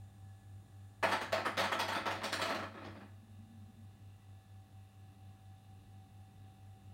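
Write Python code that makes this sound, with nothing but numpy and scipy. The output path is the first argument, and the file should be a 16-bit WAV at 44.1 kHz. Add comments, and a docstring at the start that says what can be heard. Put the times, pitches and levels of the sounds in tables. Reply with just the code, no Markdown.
"""In a quiet kitchen, a few metres away, a fridge's ice maker drops a batch of cubes into its plastic bin.
Each impact chatters and excites the modes of bin and cube; the last knocks settle dully in the heap
while a small motor drones on. The compressor hums and buzzes throughout, beating against the mains
hum, and slows a little as its load grows. A pipe sings briefly near the start, over faint room air."""
import sys
import numpy as np
from scipy import signal
from scipy.fft import rfft, irfft
from scipy.io import wavfile
from scipy.ndimage import map_coordinates

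SR = 44100
rng = np.random.default_rng(int(sys.argv[2]) if len(sys.argv) > 2 else 0)


def generate_wav(sig):
    """Save sig (samples, or channels by samples) to the path in sys.argv[1] as 16-bit PCM at SR."""
    pcm = np.round(np.clip(np.atleast_2d(sig).T, -1, 1) * 32767).astype(np.int16)
    wavfile.write(sys.argv[1], SR, pcm)


N = 305613
T = np.arange(N) / SR


def undb(db):
    """Amplitude ratio of a level in decibels."""
    return 10 ** (np.asarray(db) / 20)


def unit(x):
    """Normalisation to an rms of 1."""
    return x / np.sqrt(np.mean(x ** 2))


def at_hz(rows, hz):
    """Interpolation of (Hz, value) rows on a logarithmic frequency axis."""
    f, value = np.transpose(rows)
    return np.interp(np.log(np.maximum(hz, 1)), np.log(f), value)


def bins(size):
    """Fourier frequencies in Hz for this many samples, kept just above zero."""
    return np.arange(size // 2 + 1) * SR / size + 1e-6


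def resonance(f, hz, width):
    """Response of a damped oscillator, with gain 1 at its natural frequency."""
    return 1 / (1 + 1j * (f / hz - hz / f) * hz / width)


def causal(gain):
    """Minimum phase: the response with this gain that starts at once and rings afterwards."""
    cepstrum = irfft(np.log(gain + 1e-9))
    half = len(cepstrum) // 2
    cepstrum[1:half] *= 2
    cepstrum[half + 1:] = 0
    return np.exp(rfft(cepstrum))


def walk(rate_hz):
    """Random fluctuation: low-passed Gaussian noise with an rms of 1."""
    return unit(irfft(rfft(rng.standard_normal(N)) * np.exp(-(bins(N) / rate_hz) ** 2), N))


def rise(at_s, rise_s):
    """A smooth step from 0 to 1 around a moment."""
    return .5 + .5 * np.tanh((T - at_s) / (2 * rise_s))


def room_air(level_db=-65):
    """Ambient noise: a faint broadband hiss whose rumble swells and sinks a little."""
    # Each row: frequency in Hz, relative spectral density in dB.
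    spectrum = [(20, -51), (35, -18), (48, -5.5), (62, -4), (110, 0), (160, -6), (260, -10), (450, -19),
                (900, -25), (2200, -31), (6000, -34.5), (10000, -34), (12000, -38.5), (16000, -36)]
    f = bins(N)
    noise = unit(irfft(rfft(rng.standard_normal(N)) * undb(at_hz(spectrum, f)), N))
    rumble = irfft(rfft(noise) * np.exp(-(f / 500) ** 2), N)
    return undb(level_db) * (noise - rumble + rumble * undb(2.4 * walk(4.0)))


def singing_pipe(hz=1712, level_db=-78.5, at_s=0.34, length_s=0.17, waver=0.0079, flutter_db=3):
    """A thin tone, modulated in pitch and level, swells and dies under a Gaussian envelope."""
    phase = 2 * np.pi * np.cumsum(hz * (1 + waver * walk(26))) / SR
    envelope = np.exp(-((T - at_s) / length_s) ** 2)
    return unit(np.sin(phase)) * undb(level_db + flutter_db * walk(15)) * envelope


def buzz(shaft, shift, hiss_db=-3, size=1024):
    """Periodic excitation: every stroke repeats the same rattle, with fresh hiss; the colour shifts."""
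    # Buzz resonances and bands of faint high hiss that shifts colour.
    # Each row: frequency in Hz, nominal width in Hz, level in dB early, level in dB later.
    bands = [(667, 146, -79, -82.5), (1096, 150, -82, -82), (1704, 43, -81, -84.5), (1960, 21, -93, -90),
             (2758, 190, -86.5, -81.5), (3700, 270, -83.5, -81.5), (7200, 210, -88, -98),
             (8900, 990, -82, -92), (10200, 440, -100, -90.5), (14850, 120, -101, -100)]
    one_turn = rng.standard_normal(size)
    rattle = map_coordinates(one_turn, [shaft / (2 * np.pi) % 1 * size], order=3, mode="grid-wrap")
    hiss = undb(hiss_db) * rng.standard_normal(N)
    drive = rfft((rattle + hiss) * (1 + 0.095 * np.cos(shaft)))
    f, out = bins(N), 0
    for hz, width, early_db, later_db in bands:
        band = unit(irfft(drive * resonance(f, hz, 2 * width) ** 2, N))
        out = out + band * undb(early_db + (later_db - early_db) * shift + walk(7.1))
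    return out


def compressor(mains_hz=49.975, shaft_hz=48.15, sag_hz=.31, load_db=-2.5, throb=0.11):
    """Beats: the shaft slips behind the mains; their second harmonics beat about four times a second."""
    # Tones of rotation. Each row: multiple of the shaft speed, level in dB.
    shaft_tones = [(1, -77), (4, -76.5), (6, -81), (12, -96), (14, -90), (15, -91.5), (17, -82.5)]
    # Magnetic hum. Each row: multiple of the mains frequency, level in dB.
    mains_tones = [(4, -72.5), (6, -87), (8, -91)]
    shift = rise(at_s=2.4, rise_s=.65)  # 0 early, 1 later
    shaft = 2 * np.pi * np.cumsum(shaft_hz - sag_hz * shift) / SR  # a growing load slows the shaft
    mains = 2 * np.pi * mains_hz * T
    beat = undb(-55.2) * np.sin(2 * mains) + undb(-60.4) * np.sin(2 * shaft)
    hum = beat * undb(load_db * shift)
    hum += sum(undb(db + 2 * walk(3.8)) * np.sin(round(k) * shaft) for k, db in shaft_tones)
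    hum += sum(undb(db + walk(0.9)) * np.sin(round(k) * mains) for k, db in mains_tones)
    # The whine fades at first, swells late and throbs with the beat.
    whine_db = -79 + 6.5 * np.exp(-T / .6) + 7.5 * rise(at_s=4.1, rise_s=0.38) + 2 * walk(10)
    whine = np.sin(16 * shaft) * undb(whine_db) * (1 + throb * np.cos(2 * (mains - shaft)))
    return np.sqrt(2) * (hum + whine) + buzz(shaft, shift)


def motor(hz=217.5, level_db=-59.5, ease_db_per_s=2, waver=0.02, flutter=0.9):
    """Modulation by load: the ice maker's motor wavers against the ice and eases as the tray empties."""
    on_s, off_s, ramp_s = 1.13, 4.15, 0.28
    phase = 2 * np.pi * np.cumsum(hz * (1 + waver * walk(17.3))) / SR
    running = np.clip(np.minimum(T - on_s, off_s - T) / ramp_s, 0, 1)
    envelope = running * undb(level_db - ease_db_per_s * (T - on_s))
    return unit(np.sin(phase)) * envelope * (1 + flutter * np.tanh(2 * walk(24)))


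def reflections(size, grain_db=6.0, build_s=0.0065):
    """Reverberation: uneven echoes off cupboards and floor build up, then decay, the top treble first."""
    # Each row: frequency in Hz, time in seconds to decay by 60 dB.
    decay_times = [(150, 0.42), (600, 0.31), (2500, 0.39), (6000, 0.34), (15000, 0.22)]
    t, f = np.arange(size) / SR, bins(size)
    noise = rng.standard_normal(size)
    uneven_db = grain_db * np.repeat(rng.standard_normal(size // 32), 32) * np.exp(-t / 0.012)
    echoes = rfft(noise * undb(uneven_db))
    centres = np.geomspace(150, 15000, num=7)
    out = 0
    for share, hz in zip(np.eye(len(centres)), centres):
        band = irfft(echoes * np.interp(np.log(f), np.log(centres), share))
        out = out + band * undb(-60 * t / at_hz(decay_times, hz))
    out = out * (1 - np.exp(-t / build_s))
    return out / np.linalg.norm(out)


def cube_modes(f, ring_db=5, relative_width=0.03, count=12):
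    """Normal modes: each cube has its own glassy resonances, which colour the treble."""
    pitches = 2500 + 11000 * rng.random(count) ** 1.5
    gains = undb(ring_db + 2.07 * rng.standard_normal(count))
    power = 1 + sum(abs(g * resonance(f, hz, relative_width * hz)) ** 2 for hz, g in zip(pitches, gains))
    mean_power = np.mean(power[(f > 2500) & (f < 12000)])
    treble = np.interp(f, [1800, 3000], [0, 1])
    return np.sqrt(power / mean_power ** treble)


def contacts(size, chatter_s=.028, chatter_db=3.5, count=9):
    """An impulse train: a first strike, then fading knocks as the cube tumbles against its neighbours."""
    push = np.zeros(size)
    delay = chatter_s * (np.arange(count) + rng.random(count)) / count + .002
    force = undb(chatter_db + 2 * rng.standard_normal(count)) * np.exp(-delay / chatter_s)
    push[(delay * SR).astype(int)] = force * rng.choice([-1, 1], count)
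    push[0] = 1
    return push / np.linalg.norm(push)


def contact_colour(f, db, hard_db, thud_below_db=-27, splinter_above_db=-33):
    """Contact time shapes the spectrum: hard blows clack; weak ones push longer, thud, hardly splinter."""
    thud = 0.454 * (thud_below_db - db)
    splinter = hard_db - 1.1 * max(splinter_above_db - db, 0)
    curve = [(330, thud), (600, 0), (1900, 0), (3200, hard_db), (5000, hard_db), (8000, splinter)]
    return undb(at_hz(curve, f))


def settling(from_s=2.71, length_s=0.3, fade_db_per_s=16, hard_db=-4, count=6):
    """Dissipation: the heap comes to rest in uneven knocks, each weaker than the last; rows as in blows."""
    after = length_s * (np.arange(count) + rng.random(count)) / count
    pitches = 780 * 2 ** (0.53 * rng.standard_normal(count))
    return [(from_s + s, -42.5 - fade_db_per_s * s, hard_db, hz) for s, hz in zip(after, pitches)]


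def falling_ice(gain_db=21, direct_db=-6, size=32768):
    """Impact excitation: every blow rings the bin, the struck spot and the cube itself."""
    # Each row: start in seconds, relative level in dB, hardness as treble gain in dB, spot pitch in Hz.
    blows = [(1.028, -19.5, -3.5, 830), (1.088, -31.5, 2.5, 910), (1.115, -23, 1, 930),
             (1.21, -29.5, 0.5, 1610), (1.323, -23, 0.5, 637), (1.377, -30, -6.5, 716),
             (1.452, -24.5, -1, 1240), (1.571, -24, 3, 2010), (1.591, -24, 2.5, 627), (1.635, -27, 1, 925),
             (1.718, -24.5, 0, 1270), (1.791, -25, 5, 925), (1.881, -27.5, 1, 930), (1.919, -30.5, 1, 730),
             (1.949, -26.5, -1, 1380), (2.057, -25, -2, 960), (2.106, -32, 3, 700), (2.148, -36.5, 1, 704),
             (2.214, -35, -5, 1030), (2.235, -29.5, 7.5, 810), (2.324, -26.5, 7, 1750),
             (2.392, -32, 1, 970), (2.414, -27, 6, 1290), (2.454, -30, -1, 660), (2.488, -32.5, 2.5, 1110),
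             (2.501, -28, -5.5, 654), (2.545, -34, 3.5, 666), (2.589, -34.5, -3, 1300),
             (2.624, -35.5, -3, 1085), (2.844, -43.5, 5.5, 770)]
    # Modes of bin and cabinet. Each row: frequency in Hz, bandwidth in Hz, relative strength in dB.
    bin_modes = [(198.5, 12.5, 6.5), (279.6, 15, 6), (327.2, 9, 8.5), (369, 6.2, 6), (551.8, 9.6, 10.5),
                 (642, 9.8, 9.5), (662, 40, 4), (767, 44, 2), (869, 7.3, 6), (910, 28, 3.5),
                 (1073, 5.8, 4.5), (1133, 7.4, 6.5), (1268, 15, 1), (1320, 13.5, 8), (1450, 5.5, -3.5),
                 (1708, 14, 6.5), (1856, 37, 2.5), (2030, 12, 3), (2450, 19, 4.5), (2970, 41, 1),
                 (3308, 45, 3)]
    # Colour of a blow. Each row: frequency in Hz, relative spectral density in dB.
    spectrum = [(100, -30), (140, -14.5), (190, -8), (350, -5), (480, -4), (650, -3), (1300, -2),
                (2000, -3.5), (2800, -9.5), (4500, -12.5), (5000, -17), (7500, -25.5), (9000, -22.5),
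                (10300, -30.5), (16000, -28.5)]
    f, out = bins(size), np.zeros(N + size)
    mode_power = sum(abs(undb(db) * resonance(f, hz, width)) ** 2 for hz, width, db in bin_modes)
    body = unit(undb(at_hz(spectrum, f)) * np.sqrt(0.73 + mode_power))
    for start_s, db, hard_db, spot_hz in blows + settling():
        spot = np.sqrt(1 + 3 * abs(resonance(f, spot_hz, width=124)) ** 2)
        response = causal(body * contact_colour(f, db, hard_db) * spot * cube_modes(f))
        # The bin's wall lets the first crack out; most of the sound comes by way of the room.
        direct = undb(direct_db) * contacts(size)
        blow = irfft(response * rfft(direct + reflections(size)))
        start = int(start_s * SR)
        out[start:start + size] += undb(db + gain_db) * blow
    return out[:N]


def scene():
    """Superposition: the pressures of all sources add in one channel."""
    return (falling_ice() + motor() + compressor() + room_air() + singing_pipe())[None]


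def record(dry, top_hz=15900):
    """Band limiting: a steep low-pass filter removes the highest treble."""
    return signal.sosfilt(signal.ellip(10, .2, 70, top_hz, fs=SR, output="sos"), dry)


dry = scene()
out = record(dry)
generate_wav(out)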